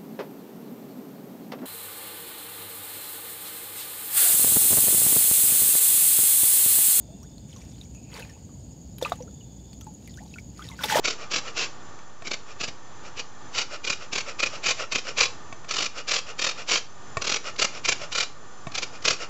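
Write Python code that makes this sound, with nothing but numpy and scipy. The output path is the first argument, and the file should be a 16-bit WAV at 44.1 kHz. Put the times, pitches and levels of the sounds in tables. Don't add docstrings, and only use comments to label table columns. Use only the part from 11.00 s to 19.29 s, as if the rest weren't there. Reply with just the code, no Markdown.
import sys
import numpy as np
from scipy import signal
from scipy.fft import rfft, irfft, next_fast_len
from scipy.io import wavfile
from scipy.ndimage import map_coordinates

SR = 44100
rng = np.random.default_rng(int(sys.argv[2]) if len(sys.argv) > 2 else 0)


def inscribe(sig):
    pcm = np.round(np.clip(np.atleast_2d(sig).T, -1, 1) * 32767)
    wavfile.write(sys.argv[1], SR, pcm.astype(np.int16))


N = 365588
TOP_HZ = 8600

# pitch in Hz, width in Hz, strength in dB.
BOX_RESONANCES = [(468, 100, 3.5), (1088, 50, 5), (1323, 180, 5), (2390, 180, 3.5), (2880, 830, 0),
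                  (4690, 410, -2.5), (5820, 610, 0), (7130, 340, 8)]


def amp(db):
    return 10 ** (np.asarray(db) / 20)


def unit(x):
    return x / np.sqrt(np.mean(x ** 2) + 1e-20)


def along(points, hz):
    point_hz, values = np.transpose(points)
    return np.interp(np.log(hz + 1), np.log(point_hz + 1), values)


def peaks(bands, hz):
    lifts = (amp(db) ** 2 / (1 + (2 * (hz - centre) / width) ** 2) for centre, width, db in bands)
    return np.sqrt(1 + sum(lifts))


def filtered(x, gain):
    size = 2 * next_fast_len(len(x) // 2 + 4096)
    hz = np.fft.rfftfreq(size, 1 / SR)
    cepstrum = irfft(np.log(np.maximum(gain(hz), 1e-6)))
    cepstrum[1:size // 2] *= 2
    cepstrum[size // 2 + 1:] = 0
    return irfft(rfft(x, size) * np.exp(rfft(cepstrum)), size)[:len(x)]


def coloured(x, gain):
    rasp_hz = np.linspace(1500, 8000, 400)
    power = np.mean(gain(rasp_hz) ** 2) * np.ptp(rasp_hz) / (SR / 2)
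    return filtered(x, lambda hz: np.where(hz < TOP_HZ, gain(hz), amp(-67))) / np.sqrt(power)


def wobble(rate, count):
    values = rng.standard_normal(int(count * rate / SR) + 4)
    return map_coordinates(values, [np.arange(count) * rate / SR])


def tail(x, t60, delay):
    t = np.arange(SR // 2) / SR
    echoes = rng.standard_normal(len(t)) * amp(-60 * t / t60) * (t >= delay)
    return signal.fftconvolve(x, echoes / np.linalg.norm(echoes))[:len(x)]


def kitchen(x):
    return amp(-12.5) * tail(x, t60=0.29, delay=0.006)


def whir():
    # frequency in Hz, relative level in dB.
    tone = [(20, -16.5), (60, -3.5), (110, 2.5), (190, -2), (380, -1.5), (620, -5.5), (880, -1.5),
            (1020, -6.5), (1400, -8.5), (2100, -15), (3600, -17.5), (5600, -18), (7400, -23.5)]
    # pitch in Hz, width in Hz, strength in dB.
    whistles = [(113, 14, -4.5), (1186, 85, 9.5), (1460, 40, 6), (1800, 70, 9), (3360, 230, 2.5),
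                (4850, 250, -4), (6180, 43, 18), (6980, 170, 10), (7070, 87, 16)]
    air = filtered(rng.standard_normal(N), lambda hz: amp(along(tone, hz)) * peaks(whistles, hz))
    return amp(-46.5 + 1.3 * wobble(rate=4.4, count=N)) * unit(air)


def knocking():
    # start in seconds, relative level in dB, the thud's level within it in dB.
    knocks = [(.989, -39, -16), (1.221, -32, -11), (1.682, -33, 2), (4.526, -29, -5), (4.645, -34, -14),
              (6.1698, -16.5, -2.5), (7.669, -26.5, -0.5)]
    # pitch in Hz, relative level in dB, seconds to fade by 60 dB.
    box_notes = [(448, -11, 0.051), (669, -1.5, 0.052), (747, -4, 0.027), (1102, -2.5, 0.051),
                 (1430, -2.5, 0.02), (1844, -10, 0.067), (2130, -10, 0.0073), (2300, -3, 0.036),
                 (2590, -2.5, 0.023), (3640, -7, 0.012)]
    # frequency in Hz, relative level in dB.
    thud_tone = [(30, -27), (70, -5), (115, 7), (190, -4.5), (320, -8), (800, -33), (3000, -69)]
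    out = np.zeros(N + SR)
    t = np.arange(SR // 2) / SR
    for start, db, thud_db in knocks:
        ring = np.zeros(len(t))
        for pitch, note_db, t60 in box_notes:
            fade = amp(note_db + 2 * rng.standard_normal() - 60 * t / t60)
            ring += fade * np.sin(2 * np.pi * (pitch * t + rng.random()))
        rumble = filtered(rng.standard_normal(SR), lambda hz: amp(along(thud_tone, hz)))[-len(t):]
        thud = amp(thud_db - 60 * t / 0.057) * unit(rumble)
        tick = amp(-2.5 - 60 * t / 0.041) * rng.standard_normal(len(t))
        fade_in = 1 - np.exp(-t / 0.00051)
        knock = amp(db - 4.5) * (ring + thud + tick) * fade_in
        out[round(start * SR):][:len(t)] += knock + kitchen(knock)
    return out[:N]


def snaps(rate, spread_db, count):
    happens = rng.random(count) < rate / SR
    direction = np.sign(rng.standard_normal(count))
    size = amp(spread_db * np.clip(rng.standard_normal(count), -2, 2))
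    return unit(happens * direction * size)


def steel_sheet(force):
    treble = signal.sosfilt(signal.butter(1, 1200, "highpass", fs=SR, output="sos"), force)
    return force + amp(-8.5) * tail(treble, t60=0.018, delay=0.001)


def sliding():
    # middle of the slide in seconds, relative level in dB.
    slides = [(.222, -36), (.478, -34), (1.504, -43), (2.07, -43), (2.735, -33.5), (3.029, -39),
              (3.292, -32.5), (3.55, -35), (3.813, -28), (4.084, -30), (4.985, -32.5), (5.294, -36.5),
              (5.6, -33), (6.475, -31), (6.76, -34), (7.028, -33.5), (7.953, -41.5), (8.225, -31.5)]
    # frequency in Hz, relative level in dB.
    tone = [(60, -24.5), (300, -11), (600, 1), (900, -9), (1400, -4), (2000, -7), (2600, -2), (3600, -10),
            (5500, -6.5), (7400, -19)]
    half_slide_s = 0.021
    t = np.arange(N) / SR
    power = sum(amp(db) ** 2 * np.exp(-np.minimum(((t - middle) / half_slide_s) ** 2, 20))
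                for middle, db in slides)
    flutter = amp(1.1 * wobble(rate=130, count=N))
    force = np.sqrt(power) * flutter * snaps(rate=7000, spread_db=4, count=N)
    scuff = amp(-4) * coloured(steel_sheet(force),
                               lambda hz: amp(along(tone, hz)) * peaks(BOX_RESONANCES, hz))
    return scuff + kitchen(scuff)


def swell(t, centre, width):
    return 1 / np.cosh(np.clip((t - centre) / width, -20, 20)) ** 2


def biting(t, start, length, gap, db, lean_db, half_bite):
    # time in seconds, relative level in dB.
    snags = [(2.903, -19), (3.435, -15), (4.21, -13.5), (4.712, -21.5), (6.222, -23.5), (6.564, -36),
             (6.892, -18), (7.722, -36.5), (8.026, -36), (8.053, -19)]
    half_snag_s = 0.0024
    rows, gap_shrink = 12, 0.053
    ease_db, uneven_db = 9, 0.81
    gaps = gap * (1 - gap_shrink) ** np.arange(rows)[:, None]
    arrival = np.cumsum(gaps, axis=0) - gaps
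    place = (2 * arrival + gaps) / length - 1
    pressure_db = db + lean_db * place - ease_db * place ** 2 + uneven_db * rng.standard_normal(gaps.shape)
    bites = (place < 1) * amp(pressure_db) ** 2 * swell(t, start + arrival, half_bite)
    catches = sum(amp(snag_db) ** 2 * swell(t, when, half_snag_s)
                  for when, snag_db in snags if start - 2 * gap < when < start + length)
    return np.sum(bites, axis=0) + catches


def cutting():
    # start, length and first gap between rows of teeth, all in seconds,
    # relative level in dB, lean towards the end in dB, half the length of a bite in seconds,
    # pitch of the steel's ring in Hz, strength of that ring in dB, bass boost or cut in dB.
    strokes = [ (0.055, 0.097, 0.027, -20.5, -9, .0056, 2310, 6, 4.5),
               (.320, 0.088, .0228, -19, 2, 0.0055, 2620, 1, 3.5),
               (0.578, 0.09, 0.018, -23, -3.5, 0.0091, 2780, 6.5, 0.5),
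               (1.255, 0.041, .020, -30.5, 11, 0.0054, 2230, 8.5, 14),
               (1.317, 0.043, .0225, -20, 2, .004, 2270, 6.5, 4.5),
               (1.612, .057, 0.028, -22, 3, 0.0057, 2700, 8, 7),
               (1.685, .025, .025, -29, 2, 0.0057, 2760, 3, 8),
               (2.177, .043, 0.021, -29, 7, 0.006, 2620, 11.5, 3),
               (2.557, 0.08, 0.03, -20, 3, 0.0086, 2860, 4, -8),
               (2.850, 0.11, 0.0282, -20, 2, 0.0051, 2420, 6, 4),
               (3.134, 0.092, 0.026, -19, 0, 0.0047, 2440, 5.5, 5),
               (3.402, .096, 0.033, -17, -0.5, 0.0048, 2460, 10, 1.5),
               (3.643, 0.094, 0.0241, -17, 4.5, 0.0061, 2480, 9, -3.5),
               (3.927, 0.083, 0.031, -17, -1, 0.005, 2490, 7.5, 3.5),
               (4.187, 0.095, .0247, -14.5, -4.5, 0.0067, 2400, 8.5, -6.5),
               (4.695, .190, 0.0252, -21, 2, 0.0048, 3030, -1, 0),
               (5.091, 0.11, 0.026, -17, -0.5, 0.0063, 2460, -13, -7.5),
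               (5.396, 0.13, 0.0266, -18.5, -1.5, 0.0049, 2470, 0, -1.5),
               (5.696, 0.1, 0.022, -17.5, -0.5, 0.0073, 2440, 1.5, -3.5),
               (6.223, 0.17, 0.02714, -19.5, 3.5, 0.0045, 2430, -11, 1.5),
               (6.597, 0.08, 0.027, -12.5, 1, 0.0046, 2330, -10, 0),
               (6.856, 0.1, 0.035, -15, -0.3, .005, 2430, 7, -1),
               (7.129, 0.13, 0.028, -18, 1.5, 0.0052, 2380, 3, -5),
               (7.755, 0.06, 0.029, -20, 2, 0.0051, 2420, 3.5, 0),
               (7.831, .025, .025, -24, 0, 0.0055, 2420, 2, 5),
               (8.057, 0.097, 0.0269, -15, -3.5, 0.0049, 2500, -2, 6.5)]
    # frequency in Hz, relative level in dB.
    tone = [(30, -22), (120, -9.5), (250, -6.5), (600, -2), (900, -7.5), (1400, -3), (1800, -4.5),
            (2300, 0), (3500, 0), (5200, 1.5), (6500, -1), (7400, -9)]
    middle_db, top_db = 0.86, -2.5
    out = np.zeros(N + SR)
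    for start, length, gap, db, lean_db, half_bite, ring_hz, ring_db, bass_db in strokes:
        first = max(round((start - 0.08) * SR), 0)
        t = (first + np.arange(3 * SR // 5)) / SR
        bite = biting(t, start, length, gap, db, lean_db, half_bite)
        force = np.sqrt(bite) * snaps(rate=7500, spread_db=4, count=len(t))
        grip = [(280, bass_db), (550, middle_db), (1500, middle_db), (3500, 0), (4500, 0), (6500, top_db)]
        rasp = coloured(steel_sheet(force),
                        lambda hz: amp(along(tone, hz) + along(grip, hz)) * peaks(BOX_RESONANCES, hz))
        near = filtered(rasp, lambda hz: peaks([(ring_hz, 150, ring_db)], hz))
        near *= np.sqrt(np.sum(rasp ** 2) / np.sum(near ** 2))
        thump = amp(21.5) * filtered(bite ** 2, lambda hz: hz / (hz + 15) / (1 + (hz / 36) ** 2))
        out[first:][:len(t)] += amp(-3.5) * (near + kitchen(rasp)) + thump
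    return out[:N]


def scene():
    return (cutting() + sliding() + knocking() + whir())[None]


def record(dry):
    ceiling, offset, edge_hz = 0.55, 0.017, 7450
    rounded = dry[0] / (1 + (dry[0] / ceiling) ** 4) ** (1 / 4)
    hz = np.fft.rfftfreq(N, 1 / SR)
    roll_off = amp(-26 * (np.maximum(hz - edge_hz, 0) / 750) ** 2)
    return irfft(rfft(rounded + offset) * roll_off * (hz < TOP_HZ), N)[None]


dry = scene()
out = record(dry)
inscribe(out)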